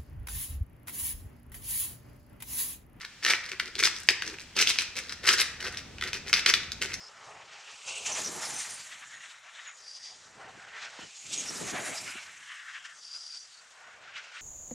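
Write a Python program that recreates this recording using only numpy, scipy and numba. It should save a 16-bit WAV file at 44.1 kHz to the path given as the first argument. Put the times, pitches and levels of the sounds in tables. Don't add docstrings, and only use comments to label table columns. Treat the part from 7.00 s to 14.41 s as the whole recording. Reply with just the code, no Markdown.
import sys
import numpy as np
from scipy import signal
from scipy.fft import rfft, irfft, next_fast_len
from scipy.io import wavfile
from scipy.ndimage import uniform_filter1d
from numba import njit

SR = 44100
rng = np.random.default_rng(int(sys.argv[2]) if len(sys.argv) > 2 else 0)


def dump(signal):
    limited = np.clip(np.atleast_2d(signal).T, -1, 1)
    pcm = np.round(limited * 32767).astype(np.int16)
    wavfile.write(sys.argv[1], SR, pcm)


N = 326781
TIME = np.arange(N) / SR
LAP_S = 3.3236


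def undb(db):
    return 10 ** (np.asarray(db) / 20)


def noise(spectrum):
    hz, db = np.transpose(spectrum)
    size = next_fast_len(N)
    bins_hz = np.maximum(np.arange(size // 2 + 1) * SR / size, 1)
    colour = undb(np.interp(np.log(bins_hz), np.log(hz), db, left=-80, right=-80))
    x = irfft(rfft(rng.standard_normal(size)) * colour, size)[:N]
    return x / x.std()


def wobble(rate_hz):
    span = max(int(SR / rate_hz), 2)
    x = uniform_filter1d(rng.standard_normal(N), span, mode="wrap")
    x = uniform_filter1d(x, span, mode="wrap")
    return x / x.std()


def surge(peak_s, rise_s, fall_s):
    age = TIME - peak_s
    return np.exp(-np.minimum((age / np.where(age < 0, rise_s, fall_s)) ** 2, 20))


def lowpass(x, top_hz, order=1):
    return signal.sosfilt(signal.butter(order, top_hz, fs=SR, output="sos"), x)


@njit
def resonate(x, hz, width_hz):
    y, band_state, low_state = np.empty(len(x)), 0., 0.
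    for i in range(len(x)):
        step, damping = np.tan(np.pi * hz[i] / SR), width_hz / hz[i]
        band = (band_state + step * (x[i] - low_state)) / (1 + step * (step + damping))
        band_state = 2 * band - band_state
        low_state += 2 * step * band
        y[i] = damping * band
    return y


# lap_time_s, roar_db, rush_db, swish_db, hiss_db, sizzle_db, rush_pitch_hz
LAP_LEVELS = [(-0.01, -63.5, -59, -62.5, -60, -77.5, 1159.0), (0.35, -59.5, -55.5, -63.5, -64.5, -84, 1890),
              (0.54, -65, -56, -59.5, -69, -86, 2490), (0.85, -67, -52.5, -54.5, -53.5, -73, 2510),
              (1.1, -50.5, -44.5, -53, -44, -57, 2740), (1.25, -55.5, -45.5, -47.5, -42.5, -50, 1580),
              (1.41, -52, -46.5, -51, -45.5, -54, 1488.0), (1.64, -58, -46.5, -48.5, -41.5, -49, 2240),
              (2.02, -66.5, -54.5, -56.5, -55.5, -66.5, 1980), (2.06, -70.5, -55, -57.5, -53.5, -69, 1630),
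              (2.43, -69, -54.5, -59.5, -64.5, -76, 1920), (2.59, -65.5, -51, -55.5, -58, -77, 1910),
              (2.69, -69.5, -58.5, -58.5, -59, -75.5, 1178.0), (3.08, -66.5, -62.5, -56.5, -56, -83, 2060)]
# time_s, roar_change_db, rush_change_db, hiss_change_db
SLOW_DRIFT = [(0.0, 3.5, 3.5, -0.6), (0.8, 2, -0.58, 1.72), (2.0, 3.5, 0.92, 0.29), (2.9, 1, -2, -2),
              (3.5, -1.5, 0.41, -1.2), (4.2, -5.5, -1.5, 1.41), (5.3, 2.53, 0.5, -2), (6.1, -3.5, -3, 0.5),
              (6.5, -7.5, -2, 0), (7.41, 6, 3, -5)]
# peak_s, rise_s, fall_s, roar_boost_db, rush_boost_db, hiss_boost_db
WHOOSHES = [(0.174, 0.019, 0.05, -2, 3, -1), (0.283, 0.065, 0.058, 2.5, 0, 4.5),
            (0.55, 0.0404, 0.0567, 3.5, 7.5, 3), (0.7, 0.039, 0.047, 3.5, 6, 1.5),
            (0.886, 0.0247, 0.0595, 12.5, 9, 8.5), (0.974, 0.0174, 0.029, 4, 5.5, 2.5),
            (1.066, 0.0103, 0.0207, 1, 8, 11), (1.104, 0.011, 0.0124, 6.5, 4, 5.5),
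            (1.187, 0.0373, 0.0206, 6, 4.5, 6), (1.426, 0.0113, 0.038, 1.5, 4, 4.5),
            (1.505, 0.024, 0.0384, -1, 3, 2.5), (1.617, 0.0177, 0.0073, -2, 8, 5.5),
            (1.928, 0.025, 0.05, 1.5, 6, -0.5), (2.038, 0.025, 0.0186, 2.5, 7, -4),
            (2.135, 0.019, 0.022, 3.5, 2.5, 1), (2.237, 0.0163, 0.042, 2, 4.5, 3.5),
            (2.312, 0.0283, 0.04, 3, 6, 4), (2.455, 0.024, 0.025, 4.5, 4, -1),
            (2.59, 0.0226, 0.041, 0, 4, -1), (2.686, 0.0354, 0.0336, 5, 12.5, -5.5),
            (3.05, 0.021, 0.064, 3, 4, -1.5), (3.47, 0.106, 0.0396, 10.5, 5.5, -2),
            (3.64, 0.058, 0.129, 0, 2.5, 1.4), (3.831, 0.0904, 0.0548, 7.5, 13, 6),
            (3.925, 0.016, .025, 1, 2.5, -0.5), (3.991, 0.148, 0.08, 9.5, 5, 4.5),
            (4.336, 0.015, 0.016, 2.5, 8.5, 9), (4.415, 0.118, 0.0277, -3.5, 0.5, 5.5),
            (4.693, 0.0203, 0.0315, 5, 6.5, 8), (4.76, 0.033, 0.0518, 11, 9, 0.5),
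            (4.877, 0.024, 0.0152, 5, 5.5, 4), (4.949, 0.067, 0.062, 5, 2.5, 1.18),
            (5.08, 0.0186, 0.0633, 0.5, 8, 1), (5.17, 0.019, 0.106, 3, 7.5, -2),
            (5.54, 0.111, 0.156, -1, 7.5, 1.5), (5.762, 0.0324, 0.0238, 0.5, 13, 5.5),
            (5.7, 0.03, 0.0236, -1.5, 4.5, 1), (5.858, 0.0152, 0.0123, -2.5, 7.5, 6.5),
            (6.143, 0.027, 0.089, 5, 3.5, 4), (6.355, 0.0224, 0.0203, 6, 5.5, 3.5),
            (7.052, 0.0285, 0.0277, 2.5, 3.5, -0.58), (7.12, 0.0455, 0.107, 1.5, 4, -1),
            (7.176, 0.0221, 0.0277, 0, 11.5, 3.5), (7.36, 0.025, 0.0356, -2.5, 4.5, 5.5)]
def flight(sizzle_share=0.61):
    times, *columns = np.transpose(LAP_LEVELS)
    roar, rush, swish, hiss, sizzle, rush_hz = (np.interp(TIME, times, c, period=LAP_S) for c in columns)
    times, *columns = np.transpose(SLOW_DRIFT)
    drift = np.array([np.interp(TIME, times, c) for c in columns])
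    whooshes = sum(np.outer(boosts, surge(peak, rise, fall)) for peak, rise, fall, *boosts in WHOOSHES)
    low, mid, high = drift + whooshes
    return (roar + low, rush + mid, swish + (mid + high) / 2,
            hiss + high, sizzle + sizzle_share * high, rush_hz)


def eddies(x, count=4, depth_db=2.4):
    out = x.copy()
    for hz in np.geomspace(1400, 3600, count):
        change = undb(depth_db * wobble(16)) - 1
        out += change * resonate(out, hz * (1 + .07 * wobble(7)), hz / 6)
    return out / out.std()


def swirl(x, count=3, lift=.55):
    out = x.copy()
    for hz in np.geomspace(5800, 9600, count):
        out += lift * resonate(x, hz * (1 + .06 * wobble(9)), hz / 14)
    return out / out.std()


# pitch_hz, level_db
WAKE_ROAR = [(150, -15), (290, -18.5), (400, -3), (600, 1.5), (760, 1.5), (980, 2.5), (1400, -3),
             (2500, -60)]
WING_RUSH = [(600, -30.5), (1030, -4.5), (1330, 0), (2000, -0.5), (2800, -1.5), (3600, -6.5), (5500, -16),
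             (10000, -36)]
TAIL_SWISH = [(2000, -29), (3000, -3), (3600, -2), (4500, -1.5), (5500, -1.5), (7000, -5.5), (10000, -26)]
EDGE_HISS = [(3500, -5), (4700, -3), (5600, 0), (7000, 4), (7900, -0.5), (8400, -1.5), (9000, -7.5),
             (10000, -16.5), (11500, -41.5), (15500, -49.5)]
TOP_SIZZLE = [(6500, -11), (8300, 0.5), (9500, -0.5), (11000, -4.5), (12500, -12.5), (14000, -18),
              (15500, -35)]
def airframe(rush_width_hz=1907.0):
    roar_db, rush_db, swish_db, hiss_db, sizzle_db, rush_hz = flight()
    roar = noise(WAKE_ROAR) * undb(roar_db + 1.35 * wobble(43))
    wings = resonate(noise(WING_RUSH), rush_hz, rush_width_hz)
    rush = eddies(wings) * undb(rush_db + 1.407 * wobble(90))
    swish = eddies(noise(TAIL_SWISH)) * undb(swish_db + 1.88 * wobble(80))
    hiss = swirl(noise(EDGE_HISS)) * undb(hiss_db + 1.33 * wobble(110))
    sizzle = swirl(noise(TOP_SIZZLE)) * undb(sizzle_db + 1.8 * wobble(60))
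    return roar + rush + swish + hiss + sizzle


def edge_tone(hz, width_hz):
    jitter = rng.standard_normal((2, len(hz) + SR // 10))
    shake = lowpass(jitter, width_hz / 2, order=2)[:, -len(hz):]
    tone = (shake[0] + 1j * shake[1]) * np.exp(2j * np.pi * np.cumsum(hz) / SR)
    return tone / tone.real.std()


# start_s, length_s, first_pitch_hz, last_pitch_hz, level_db, width_hz
EDGE_CHIRPS = [(-.02, 0.1236, 5130, 5242, -49.5, 350), (0.87, 0.032, 6030, 5930, -42, 350),
               (0.946, 0.062, 7940, 8200, -43.5, 450), (1.15, 0.177, 12900, 12300, -65, 600),
               (1.32, 0.107, 11900, 10400, -61.5, 450), (1.415, 0.124, 10050, 9490, -47.5, 600),
               (1.114, 0.023, 6100, 5940, -35.5, 350), (1.131, 0.036, 6020, 5840, -39, 350),
               (1.228, 0.0698, 6075, 5554, -35.5, 500), (1.416, 0.0724, 5350, 4952, -41, 450),
               (1.492, 0.171, 6323, 6073, -42, 300), (1.507, 0.165, 9250, 8727, -42.5, 170),
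               (1.67, 0.127, 9280, 8920, -45.5, 150), (1.735, .14, 4830, 4494, -51, 500),
               (2.035, 0.248, 6940, 6560, -60.5, 201), (2.6, 0.195, 6850, 6870, -56, 130),
               (2.666, 0.0252, 6800, 6850, -49, 130), (2.762, 0.097, 6800, 5160, -57, 806),
               (4.154, 0.0994, 6500, 7115, -51.5, 214), (4.325, 0.023, 6646, 6420, -36.5, 400),
               (4.366, 0.0592, 6652, 6480, -34, 160), (4.459, 0.0537, 5570, 5720, -38.5, 350),
               (4.544, 0.0365, 5370, 5200, -44.5, 300), (4.944, 0.086, 4964, 5157, -44, 550),
               (4.836, 0.0787, 9500, 9300, -45.5, 450), (5.048, 0.091, 5100, 4930, -50.5, 251),
               (5.937, 0.102, 6900, 5040, -56.5, 600), (6.363, 0.104, 5650, 5960, -55.5, 350),
               (6.5, 0.125, 4457, 4517, -57.5, 199.5)]
def chirps(breath_spread=4, breath_db=-5.0, waver_hz=70, flutter_db=2):
    out = np.zeros(N)
    waver, flutter = waver_hz * wobble(130), flutter_db * wobble(160)
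    for start, length, first_hz, last_hz, db, width_hz in EDGE_CHIRPS:
        progress = (TIME - start) / length
        on = (progress > 0) & (progress < 1)
        hz = first_hz + (last_hz - first_hz) * progress[on] + waver[on]
        tone = edge_tone(hz, width_hz) + undb(breath_db) * edge_tone(hz, breath_spread * width_hz)
        out[on] += tone.real * undb(db + flutter[on] - flutter_db / 2) * np.sin(np.pi * progress[on])
    return out


def gusty_air(flutter_db=0.6547, sway_db=0.0582):
    return undb(flutter_db * wobble(72) + sway_db * wobble(25))


def ground_echo(x, share=0.056, dull_hz=3000, mic_height_m=1.6, sound_m_per_s=343):
    low_deg, climb_deg = 8.25, 36
    highest_s, climb_s = 1.2, 0.54
    from_highest = (TIME % LAP_S - highest_s) / climb_s
    angle_deg = low_deg + climb_deg / (1 + from_highest ** 2 / 2) ** 2
    delay_s = 2 * mic_height_m * np.sin(np.radians(angle_deg)) / sound_m_per_s
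    return share * lowpass(np.interp(TIME - delay_s, TIME, x), dull_hz)


def rock_echoes(x, count=5, share=.08):
    out = np.zeros(N)
    for _ in range(count):
        delay_s = rng.uniform(.003, .01) + .0006 * wobble(.8)
        out += share * np.interp(TIME - delay_s, TIME, x, left=0)
    return out


def hillside_echo(x, ring_s=0.224, dull_hz=1800, level_db=-11):
    fade = np.exp(-np.log(1000) * TIME[:SR] / ring_s)
    tail = rng.standard_normal((2, SR)) * fade
    tail = lowpass(tail / np.linalg.norm(tail, axis=1, keepdims=True), dull_hz)
    return undb(level_db) * signal.fftconvolve(x[None], tail, axes=1)[:, :N]


# time_s, left_minus_right_db
SIDE_BALANCE = [(0, .6), (.5, 0), (1.8, -0.1), (2.56, 2), (2.9, 1.5), (3.65, -0.13), (4.4, -0.5),
                (5.2, -0.2), (5.74, 2), (6.1, 2.5), (6.5, 1.3), (7.41, 0)]
def pan(glider, top_hz=5570):
    balance_db = np.interp(TIME, *np.transpose(SIDE_BALANCE))
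    side_gains = undb(np.array([balance_db, -balance_db]) / 2)
    body = signal.sosfiltfilt(signal.butter(6, top_hz, fs=SR, output="sos"), glider)
    return glider + body * (side_gains - 1)


# pitch_hz, level_db
BREEZE_SHARED = [(20, -26), (60, -5), (100, 0.5), (280, -23), (600, -0.5), (1500, 7), (4000, 2.5),
                 (8000, -29.5), (11000, -19.5), (15500, -20)]
BREEZE_SIDES = [(20, -33.5), (80, -17), (280, -21.5), (600, -0.5), (1500, 13.5), (4000, 6.5), (8000, -38),
                (11000, -24), (15500, -30.5)]
def breeze(level_db=-71):
    stir = undb(level_db + 0.55 * wobble(2.5))
    return stir * (noise(BREEZE_SHARED) + noise(BREEZE_SIDES) * np.array([[1], [-1]]))


# peak_s, level_db, rise_s, fall_s
MIC_GUSTS = [(0.33, -71, 0.34, 0.236), (0.739, -66.5, 0.0146, 0.015), (0.9, -71, 0.053, 0.08),
             (1.27, -49.5, 0.169, 0.178), (1.55, -53.5, 0.088, 0.058), (1.72, -63, 0.053, 0.117),
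             (2.146, -75, 0.344, 0.14), (3.45, -65.5, 0.258, 0.25), (3.572, -62, 0.0244, 0.029),
             (3.85, -74, 0.149, 0.146), (4.035, -54, 0.0217, 0.037), (4.35, -51, 0.0806, 0.217),
             (4.64, -45.5, 0.145, 0.22), (4.88, -45.5, 0.162, 0.061), (5.07, -50.5, 0.06, 0.037),
             (5.157, -56.5, 0.021, 0.0256), (5.28, -71, 0.17, 0.154), (7.02, -74.5, 0.184, 0.2)]
def gust_level(calm_db=-86.5, unsteady_db=1.86):
    gust_power = sum((undb(db) * surge(peak, rise, fall)) ** 2 for peak, db, rise, fall in MIC_GUSTS)
    return 10 * np.log10(undb(calm_db) ** 2 + gust_power) + unsteady_db * wobble(37.5)


# pitch_hz, level_db
WIND_SHARED = [(20, -25.5), (45, -16.5), (80, -14), (130, -2), (200, 1), (350, 0.5), (600, -7), (1100, -16),
               (3000, -58)]
WIND_SIDES = [(30, -42), (80, -18), (150, -3.5), (250, -4), (420, -2.5), (650, -5), (1200, -13),
              (3000, -33.5), (6000, -56)]
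WIND_RUMBLE = [(25, -18.5), (55, -12), (95, -1.5), (130, -2), (200, -8), (400, -29)]
def mic_wind(thump_db=-2.5, lumpy_db=2.5, rumble_db=-1.5, rumble_limit_db=-67):
    gust_db = gust_level()
    separation = np.clip(0.91 + 0.0094 * (gust_db + 41.0), .15, 1)
    shared = noise(WIND_SHARED) * undb(gust_db + thump_db + lumpy_db * wobble(52.2)) + pops()
    sides = separation * noise(WIND_SIDES) * undb(gust_db + thump_db + lumpy_db * wobble(55))
    rumble = noise(WIND_RUMBLE) * undb(np.minimum(gust_db + rumble_db, rumble_limit_db))
    return shared + rumble + sides * np.array([[1], [-1]])


# start_s, length_s, first_pitch_hz, last_pitch_hz, width_hz, change_db
TILT_BANDS = [(0.15, 0.69, 770, 780, 170, 4), (0.15, 0.71, 1210, 1160, 220, 2),
              (0.599, 0.188, 2150, 2080, 400, -8), (0.737, 0.346, 1880, 1748, 905, -11.5),
              (0.752, 0.178, 1140, 1040, 250, 6), (0.786, 0.362, 2960, 2670, 650, 4.5),
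              (0.804, 0.46, 460, 454, 150, 4.5), (1.041, 0.13, 800, 760, 220, 5),
              (1.301, 0.437, 878, 820, 150, 5.5), (1.098, 0.187, 3250, 3100, 640, 3.5),
              (1.099, 0.73, 2220, 2040, 410, 2), (1.684, 1.08, 425, 417, 230, -11.5),
              (1.736, 1.05, 5010, 4570, 1510, -7.5), (1.997, 1.12, 1850, 1920, 260, 2),
              (2.093, 0.363, 3510, 3950, 600, 4.5), (2.11, 0.198, 2600, 2780, 300, 1.5),
              (2.32, .3, 2900, 2750, 450, -0.5), (2.48, 0.236, 3770, 3730, 600, 5.5),
              (2.8, 0.62, 1870, 1950, 300, 4), (2.997, 0.28, 3500, 3450, 500, 4),
              (3.1, 1.12, 448, 418, 140, 3), (3.3, 0.98, 706, 785, 162, 5.5),
              (3.531, 0.545, 1590, 1420, 280, 7), (3.6, 0.29, 1840, 2090, 240, 2),
              (3.604, 0.457, 2820, 2800, 700, -2), (3.96, 0.127, 2930, 2930, 300, 8.5),
              (4.066, 0.374, 1910, 1596, 1100, -5.5), (4.252, 0.27, 3430, 3340, 600, 5),
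              (4.498, 0.642, 605, 683, 130, 9), (4.603, 0.663, 2270, 2190, 380, 4.5),
              (4.677, 0.34, 1610, 1520, 300, 2.5), (4.69, 0.145, 3150, 3050, 800, 0.5),
              (4.674, 0.312, 5340, 5240, 1500, -6.5), (4.994, 1.003, 414, 412, 230, -8.5),
              (5.054, 1.065, 4980, 4040, 1310, -4), (5.4, 0.578, 1846, 1680, 480, 5.5),
              (5.39, 0.7, 2417, 2335, 300, -6), (5.43, 0.139, 3070, 3070, 320, 7.5),
              (5.684, 0.246, 3200, 3150, 450, 5.5), (6.072, 0.93, 1401, 1503, 130, 7),
              (6.703, 0.405, 670, 666, 140, 5.5), (6.706, 0.35, 1105, 1100, 140, 3.5),
              (7.012, 0.493, 1444, 1480, 260, 6.5), (7.094, 0.367, 2680, 2630, 400, 3.5)]
def tilting(x, fade_s=0.0598, flicker=0.279):
    x = x.copy()
    unsteady = 1 + flicker * wobble(39)
    for start, length, first_hz, last_hz, width_hz, db in TILT_BANDS:
        on = (TIME > start) & (TIME < start + length)
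        age = TIME[on] - start
        fade = np.minimum(np.minimum(age, length - age) / fade_s, 1)
        fade *= np.roll(unsteady, rng.integers(N))[on]
        hz = first_hz + (last_hz - first_hz) * age / length
        x[on] += (undb(db * fade) - 1) * resonate(x[on], hz, float(width_hz))
    return x


# start_s, level_db, decay_s
EDDY_POPS = [(1.278, -46, 0.0142), (1.316, -53, 0.0067), (3.99, -42, 0.0035), (4.014, -53, 0.0052),
             (4.506, -39.5, 0.00354), (4.611, -37.5, 0.0049), (4.885, -40.5, 0.006), (5.153, -46, 0.0048)]
def pops(bass_cut_hz=140):
    swell = np.zeros(N)
    for start, db, decay in EDDY_POPS:
        progress = np.maximum(TIME - start, 0) / decay
        swell += undb(db) * 2 * np.sqrt(progress) * np.exp(-progress)
    puffs = swell * (noise(WIND_SHARED) + noise(WAKE_ROAR) / 2)
    return signal.sosfilt(signal.butter(2, bass_cut_hz, "highpass", fs=SR, output="sos"), puffs)


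# start_s, hold_s, pitch_hz, tone_db, breath_db
TURN_NOTES = [(2.868, 0.0924, 4845, -50, -53), (3.045, 0.0285, 4837, -50, -57),
              (6.046, 0.031, 4690, -50, -52), (6.138, 0.025, 4824, -44.5, -54.5),
              (6.199, 0.1015, 4813, -48, -51.5), (6.345, 0.0162, 4736, -45.5, -50)]
# pitch_hz, level_db
WHISTLE_BREATH = [(3800, -23.5), (4450, -5), (4900, 1), (5600, 2.5), (6500, -9), (7800, -33.5),
                  (10000, -14.5), (11500, -54)]
def turn_whistle(start_s, hold_s, pitch_hz, tone_db, breath_db):
    rise_db_per_s, fall_db_per_s, sink_hz_per_s = 229.5, 168.5, 334.4
    waver_hz, throb_hz, throb_db, octave_db = 50, 60, 3.0, -24
    age = TIME - start_s
    fade_db = np.minimum(rise_db_per_s * age, 0) - fall_db_per_s * np.maximum(age - hold_s, 0)
    hz = pitch_hz - sink_hz_per_s * np.clip(age, 0, hold_s) + waver_hz * wobble(31.515)
    note = edge_tone(hz, width_hz=200)
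    octave = undb(octave_db) * (note ** 2).real / 2
    uneven_hz = throb_hz * (1 + 0.205 * wobble(25.2))
    throb = np.sin(2 * np.pi * np.cumsum(uneven_hz) / SR)
    tone = (note.real + octave) * undb(tone_db + fade_db + throb_db * throb)
    breath = noise(WHISTLE_BREATH) * undb(breath_db + 0.72 * fade_db + 2.0 * throb)
    return tone + breath


# peak_s, rise_s, fall_s, level_db
HISS_FLARES = [(2.962, 0.023, 0.0176, -49.5), (3.043, 0.021, 0.085, -47), (3.247, 0.0044, .025, -55.5),
               (6.145, 0.022, 0.023, -53.5), (6.263, 0.0105, .05, -53.5), (6.358, 0.024, .035, -52)]
# pitch_hz, level_db
FLARE_COLOUR = [(2600, -15.5), (3400, -3), (4200, -4.5), (4800, 1.5), (5700, 3.5), (6500, -2.5),
                (7500, -17.5), (10000, -27.5), (11500, -43)]
def flares(flutter_db=2):
    swell = sum(undb(db) * surge(peak, rise, fall) for peak, rise, fall, db in HISS_FLARES)
    return swell * noise(FLARE_COLOUR) * undb(flutter_db * wobble(120))


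def scene(airframe_db=-0.744):
    whistles = chirps() + flares() + sum(turn_whistle(*row) for row in TURN_NOTES)
    glider = (undb(airframe_db) * tilting(airframe()) + whistles) * gusty_air()
    glider = glider + ground_echo(glider) + rock_echoes(glider)
    return pan(glider) + hillside_echo(glider) + mic_wind() + breeze()


def record(dry, ring_hz=10650, width_hz=1400, phase_split=0.344, level_split=0.079, top_hz=15600):
    size = next_fast_len(N)
    bins_hz = np.arange(size // 2 + 1) * SR / size
    ring = np.exp(-((bins_hz - ring_hz) / width_hz) ** 2)
    spectrum = rfft(dry.mean(axis=0), size)
    sides = irfft(spectrum * ring * (level_split - 1j * phase_split), size)[:N]
    stereo = dry + sides * np.array([[-1], [1]])
    return signal.sosfilt(signal.ellip(10, .1, 70, top_hz, fs=SR, output="sos"), stereo)


dry = scene()
out = record(dry)
dump(out)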